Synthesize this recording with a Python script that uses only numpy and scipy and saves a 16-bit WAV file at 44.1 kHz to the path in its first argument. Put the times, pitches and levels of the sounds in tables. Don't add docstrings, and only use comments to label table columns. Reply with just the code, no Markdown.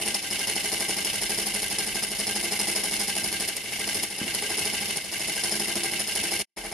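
import sys
import numpy as np
from scipy import signal
from scipy.fft import rfft, irfft, next_fast_len
from scipy.io import wavfile
from scipy.ndimage import uniform_filter1d

SR = 44100
rng = np.random.default_rng(int(sys.argv[2]) if len(sys.argv) > 2 else 0)


def generate_wav(signal):
    frames = np.transpose(np.atleast_2d(signal))
    scaled = np.clip(frames, -1, 1) * 32767
    pcm = np.round(scaled).astype(np.int16)
    wavfile.write(sys.argv[1], SR, pcm)


N = 296786
TIME = np.arange(N) / SR

# start_ms, clack_db, push_db, frame_db, pipe_db, scatter_ms
BASE_BLOWS = [(-2, -14.5, -8, -6, -16, 1.6), (1.37, 0.5, -5.5, -9.5, -7, 1.2), (6, 1, -9, 0.5, -10, 0.77),
              (10.5, -0.5, -0.5, -3, -6.5, .9), (13, -0.5, -1, -6, -8.5, 1.1),
              (17.5, -7, -4.5, -7.5, -19, 1.2), (22.5, 0.5, -7.5, -8.5, 1, 0.46),
              (27.5, 0.5, -5.5, -12, 0.5, .5), (31, -14, -5.5, -24, -11, 1.2),
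              (41.5, -1.5, -7.5, -30, -1, .8), (45.5, -6, -9, -24.5, -3.5, 1),
              (52, -4.5, -8.5, -6.5, 0, 1.2), (55.5, -18, -16, -5.5, -3.5, 1.5),
              (63, -3.5, -10, -21, -1.5, 0.66)]
# start_s, level_db, dip_db (a negative dip is a lift)
LOOSE_CLACKS = [(0.148, 1, 4), (1.046, 3, -1.6), (2.035, 1.5, 3), (3.484, 2.5, 2.5), (3.565, 3, 3.5),
                (4.032, 4, 5.5), (4.347, 3.5, 1), (4.59, 2, -1.5), (4.969, 1, 5), (5.766, -4, 1.1),
                (6.001, -1.5, 3)]
# start_s, level_db
BENCH_BUMPS = [(4.215, -0.5), (5.763, -12)]

# time_s, turns_per_s
CRANK_SPEED = [(0.0, 11.96), (0.6, 12.17), (1.1, 12.1), (1.5, 12.34), (1.9, 12.3), (2.3, 12.35),
               (2.7, 12.48), (3.2, 12.36), (3.65, 12.81), (4.05, 12.83), (4.4, 12.7), (4.85, 12.95),
               (5.3, 12.58), (5.65, 12.41), (6.0, 12.74), (6.4, 12.28)]
# time_s, clack_db, push_db
ROCKING_EFFORT = [(0, 3.5, 2.5), (.3, -1, -3), (.55, 2, 0.5), (1.45, 3, -.5), (2.2, 1, -1), (2.6, 3, 1),
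                  (3, 4, 0.5), (3.4, 1, -1.5), (3.6, -6.5, -5), (3.95, 1.5, -1.5), (4.35, -2, -1),
                  (4.6, 1, 0), (5.05, -1, -3), (5.3, 0.5, -3), (5.45, 4, 1.5), (5.8, 0, 0.5),
                  (6.05, 2.5, 0), (6.4, 2.5, -.5)]
# time_s, level_db
BASE_SEATING = [(0, 1), (3.4, 1.5), (3.5, -0.5), (5.4, 1), (5.7, 0.5)]
# time_s, level_db
AIR_PRESSURE = [(0, 1.8), (.8, 1.1), (1.8, -0.6), (2.9, 0), (3.4, 0.1), (4.6, 1.5), (5.2, 0.5), (6.3, 2)]

# pitch_hz, width_hz, level_db
STEEL_MODES = [(4270, 53, 3.5), (4516, 120, -1), (5430, 160, 2), (6100, 51, 0.5), (6940, 174, 0),
               (8345, 58, 2.5), (9600, 330, 6.5), (10200, 270, 4.5), (11560, 145, 0.5)]
PING_MODES = [(9690, 1070, 0)]
FRAME_MODES = [(5122, 71, 21), (4870, 40, 10), (5260, 63, -5)]
PLATE_MODES = [(88.2, 8.1, -12.5), (210.4, 7.3, -1), (310.2, 3.2, 0.5), (345.2, 10, 1), (385, 30, -21),
               (421, 32, -2.5), (552, 27, -11.5), (657, 36, -5), (796, 52.5, -4), (837, 36, -9),
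               (928, 10, -13.5), (1020, 23, -13), (1172, 24, -14.5)]
BENDING_MODES = [(198, 6.6, 0), (210.5, 3.8, 0.5), (345.2, 4.3, -5.5), (443, 41, -20)]
PIPE_MODES = [(2057, 45, 1.5), (2146, 45, 2.5), (2282, 36, -1), (2601, 21, 3), (2760, 47, -12.5),
              (2819, 54, 2.5), (3014, 88, 1), (3640, 110, -8.5)]
ROD_MODES = [(1592, 25.5, 12.5), (1550, 30, -28), (1480, 23, -0.5)]
BENCH_MODES = [(217, 38, 1), (250, 78, -6), (130, 43, -16), (350, 110, -21)]
# frequency_hz, level_db
STEEL_RESPONSE = [(100, -38.5), (1300, -15.5), (2500, -7.5), (3300, -4), (4000, -8.5), (5600, -11),
                  (6600, -7.5), (7500, -11.5), (8800, -18), (11000, -9), (12000, -22.5)]
PLATE_RESPONSE = [(30, -34), (150, -32.5), (300, -46), (480, -33), (900, -40), (1300, -29), (2200, -9),
                  (4000, -60), (12000, -58)]
EXHAUST_RESPONSE = [(100, -36.5), (500, -21), (1300, -23), (1800, -22), (2470, -50), (3300, -13),
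                    (4000, -12.5), (4500, -9), (6500, -12.5), (7500, -15.5), (9800, -14.5), (12000, -19.5)]

# centre_hz, width_hz
REFLECTION_NULLS = [(2465, 110), (7500, 90)]
# frequency_hz, level_db
ROOM_TONE = [(20, -19), (45, -2), (90, 0.5), (200, 2.5), (500, -2.5), (1300, -15.5), (2100, -0.5),
             (2470, -3), (2900, -2.5), (4000, -4.5), (7500, -10), (10000, -4), (12000, -5.5)]
# time_s, level_db
RUMBLE_SWELL = [(0, -16), (1.3, 0), (1.9, 1), (2.6, -2), (2.8, 0), (3.6, -18), (6.4, -9), (6.6, 13)]
# frequency_hz, side_db
STEREO_WIDTH = [(50, -6.5), (200, -14.5), (700, -5.5), (2500, -10), (5000, -1.5), (10000, -2), (12000, -1)]
# time_s, gain
FADE_GAIN = [(6.415, 1), (6.432, 0.12), (6.455, 0.0006), (6.562, 0.00063), (6.574, 0.33)]

FIRST_TURN_S, TURN_SCATTER_S, TURN_SCATTER_DB, PUFF_SCATTER_DB = 0.055, 0.0005, 0.75, 0.8
PUSH_SCATTER_SHARE = 0.5
REBOUND_S, REBOUND_DB = 0.0245, -6
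DIP_LAG_S, DIP_FALL_S, DIP_S_PER_DB = 0.012, 0.006, 0.0336
FAR_S, FAR_TURN_S, FAR_TURNS_PER_S = 6.5, 6.562, 13
FAR_CLACK_DB, FAR_PUSH_DB, FAR_AIR_DB = 2.5, 8.5, 1.5
CEILING, TOP_HZ = 0.44, 12150


def chatter(turns, hard_db, push_db, air_db):
    start_ms, clack_db, thud_db, frame_db, pipe_db, scatter_ms = np.transpose(BASE_BLOWS)
    late, force, twist = rng.standard_normal((len(turns), 3, len(start_ms))).transpose(1, 0, 2)
    times = turns[:, None] + (start_ms + scatter_ms * late) / 1000
    hardness = hard_db[:, None] + 2.25 * force
    clacks = level(contact(times, hardness + clack_db, decay_s=0.00068, rise_s=0.00062), -1.5)
    buzz = level(contact(times, hardness + clack_db, decay_s=0.0063, rise_s=0.0012), 0)
    steel = level(ring(clacks + buzz, STEEL_MODES, STEEL_RESPONSE), -32.5)
    spikes = impulses(times, undb(hardness + clack_db + 4.0 * twist))[None]
    ping = level(ring(ring(spikes, PING_MODES), PING_MODES), -42.5)
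    strike = level(contact(times, hardness + frame_db, decay_s=0.0017), 0)
    strike += level(impulses(times, undb(hardness + frame_db)), -1.5)
    frame = level(ring(strike, FRAME_MODES), -39)
    weight_db = push_db[:, None] + thud_db + 1.5 * force
    push_times = turns[:, None] + (start_ms + PUSH_SCATTER_SHARE * scatter_ms * late) / 1000
    push = level(contact(times, weight_db, decay_s=0.0074, rise_s=0.0011), -1)
    push += level(impulses(push_times, undb(weight_db)), 0)
    plate = level(ring(push, PLATE_MODES, PLATE_RESPONSE), -38)
    jolt = contact(times, air_db[:, None] + pipe_db + 1.4 * twist, decay_s=0.0023, rise_s=0.00043)
    pipe = level(ring(jolt, PIPE_MODES), -38)
    return steel + ping + frame + pipe + plate * undb([[0.5], [-0.5]])


def rocking(turns, push_db):
    weight = undb(0.7 * push_db + follow(BASE_SEATING, turns))
    landing = impulses(turns + 0.00399, weight)
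    rebound = impulses(turns + 0.0039 + REBOUND_S, weight * undb(REBOUND_DB))
    soft_force = signal.sosfilt(signal.butter(2, 520, fs=SR, output="sos"), landing + rebound)
    return level(ring(soft_force[None], BENDING_MODES), -45)


def exhaust(turns, air_db):
    first = puff(turns, air_db - 0.5, open_s=0.013, rise_s=0.0051, fall_s=0.032)
    second = puff(turns, air_db, open_s=0.044, rise_s=0.0037, fall_s=0.024)
    grain = uniform_filter1d(rng.standard_normal(N), size=70)
    sputter = undb(level(grain, 0) * 0.93)
    hiss = np.hypot(first, second) * sputter * noise()
    return level(ring(hiss, PIPE_MODES, EXHAUST_RESPONSE), -35.5)


def puff(turns, db, open_s, rise_s, fall_s):
    opens = turns + open_s + 0.0014 * rng.standard_normal(len(turns))
    strength = undb(db + PUFF_SCATTER_DB * rng.standard_normal(len(turns)))
    age = np.arange(SR // 8) / SR
    flow = (1 - np.exp(-(age / rise_s) ** 2)) * np.exp(-(age / fall_s) ** 2)
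    return signal.oaconvolve(impulses(opens, strength), flow)[:N]


def rod(turns, push_db):
    times = turns + 0.02671 + 0.0015 * rng.standard_normal(len(turns))
    scrape = level(contact(times - 0.012, 0.4 * push_db, decay_s=0.019, rise_s=0.011), 4.5)
    knock = level(impulses(times, undb(0.52 * push_db)), 0)
    return level(ring(scrape + knock, ROD_MODES), -47)


def crank():
    step_s = 0.001
    t = np.arange(-0.1, FAR_S, step_s)
    angle = np.cumsum(follow(CRANK_SPEED, t)) * step_s
    angle -= np.interp(FIRST_TURN_S, t, angle)
    near = np.interp(np.arange(-1, np.floor(angle[-1]) + 1), angle, t)
    far = np.arange(FAR_TURN_S, TIME[-1], 1 / FAR_TURNS_PER_S)
    turns = np.concatenate([near, far])
    return turns + TURN_SCATTER_S * rng.standard_normal(len(turns))


def strokes(turns):
    time_s, hard_db, push_db = np.transpose(ROCKING_EFFORT)
    chance_db = TURN_SCATTER_DB * rng.standard_normal(len(turns))
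    far = turns > FAR_S
    return (np.where(far, FAR_CLACK_DB, np.interp(turns, time_s, hard_db) + chance_db),
            np.where(far, FAR_PUSH_DB, np.interp(turns, time_s, push_db) + chance_db),
            np.where(far, FAR_AIR_DB, follow(AIR_PRESSURE, turns)))


def loose_steel():
    start_s, level_db, _ = np.transpose(LOOSE_CLACKS)
    strikes = contact(start_s, level_db, decay_s=0.0037, rise_s=0.0017)
    return level(ring(strikes, STEEL_MODES, STEEL_RESPONSE), -45)


def dips():
    gain_db = np.zeros(N)
    for start_s, _, dip_db in LOOSE_CLACKS:
        age = np.maximum(TIME - start_s - DIP_LAG_S, 0)
        hold_s = DIP_S_PER_DB * max(abs(dip_db), 0.5)
        gain_db -= dip_db * (1 - np.exp(-age / DIP_FALL_S)) * np.exp(-(age / hold_s) ** 4)
    return undb(gain_db)


def bench_bumps():
    start_s, level_db = np.transpose(BENCH_BUMPS)
    bump = level(impulses(start_s, undb(level_db)), 0)
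    shudder = level(contact(start_s - 0.004, level_db, decay_s=0.046, rise_s=0.003), 0)
    return level(ring(bump + shudder, BENCH_MODES), -53)


def workshop(x, t60_s, wet_db, far_boost_db):
    age = np.arange(SR // 2) / SR
    envelope = np.exp(-np.log(1000) * age / t60_s) * (1 - np.exp(-age / 0.003))
    tail = rng.standard_normal((2, len(age))) * envelope
    tail /= np.sqrt(np.sum(tail ** 2, axis=1, keepdims=True))
    tail = signal.sosfilt(signal.butter(1, 500, "high", fs=SR, output="sos"), tail)
    echo = signal.oaconvolve(x, tail, axes=1)[:, :N]
    wet = undb(wet_db + far_boost_db * (TIME > FAR_S))
    return (x + wet * echo) / np.sqrt(1 + wet ** 2)


def bench_nulls(x, depth):
    for hz, width_hz in REFLECTION_NULLS:
        notched = signal.lfilter(*signal.iirnotch(hz, hz / width_hz, SR), x)
        x = x + depth * (notched - x)
    return x


def background():
    rumble = level(ring(noise(), [(43.3, 9, 0)]), -57) * undb(follow(RUMBLE_SWELL, TIME))
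    return level(noise(ROOM_TONE), -34.5) + rumble


def contact(times, db, decay_s, rise_s=0.00024):
    energy = impulses(times, undb(db) ** 2)
    for seconds in (rise_s, rise_s, decay_s):
        energy = signal.lfilter([1], [1, -np.exp(-2 / (seconds * SR))], energy)
    return np.sqrt(energy) * noise()


def ring(x, modes, response=None, size=16384):
    hz = np.arange(size // 2 + 1) * SR / size + 1
    power = sum(undb(db) ** 2 / (1 + ((hz - f * f / hz) / width) ** 2) for f, width, db in modes)
    if response is not None:
        power = power + curve(response, hz) ** 2
    cepstrum = irfft(np.log(power) / 2)
    cepstrum[1:size // 2] *= 2
    cepstrum[size // 2 + 1:] = 0
    ringing = irfft(np.exp(rfft(cepstrum)))[None, :size // 2]
    return signal.oaconvolve(x, ringing, axes=1)[:, :N]


def noise(colour=None):
    size = next_fast_len(N)
    hz = np.arange(size // 2 + 1) * SR / size
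    mid, side = rfft(rng.standard_normal((2, size)))
    side = side * curve(STEREO_WIDTH, hz)
    gain = 1 if colour is None else curve(colour, hz)
    return irfft(np.array([mid + side, mid - side]) * gain, size)[:, :N]


def impulses(times, sizes):
    inside = (times >= 0) & (times < TIME[-1])
    return np.bincount((times[inside] * SR).astype(int), sizes[inside], N)


def follow(points, times):
    return np.interp(times, *np.transpose(points))


def curve(points, hz):
    frequency_hz, level_db = np.transpose(points)
    return undb(np.interp(np.log(hz + 1), np.log(frequency_hz), level_db))


def level(x, db):
    return x * undb(db) / np.sqrt(np.mean(x ** 2))


def undb(db):
    return 10 ** (np.asarray(db) / 20)


def scene():
    turns = crank()
    hard_db, push_db, air_db = strokes(turns)
    base = chatter(turns, hard_db, push_db, air_db) + rocking(turns, push_db)
    direct = base + exhaust(turns, air_db) + rod(turns, push_db) + loose_steel() + bench_bumps()
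    room = workshop(direct, t60_s=0.53, wet_db=-9, far_boost_db=4.5) + background()
    return undb(0.6) * dips() * bench_nulls(room, depth=0.6)


def record(dry):
    rounded = CEILING * np.tanh(dry / CEILING)
    faded = rounded * follow(FADE_GAIN, TIME)
    return signal.sosfilt(signal.ellip(12, 0.2, 85, TOP_HZ, fs=SR, output="sos"), faded)


dry = scene()
out = record(dry)
generate_wav(out)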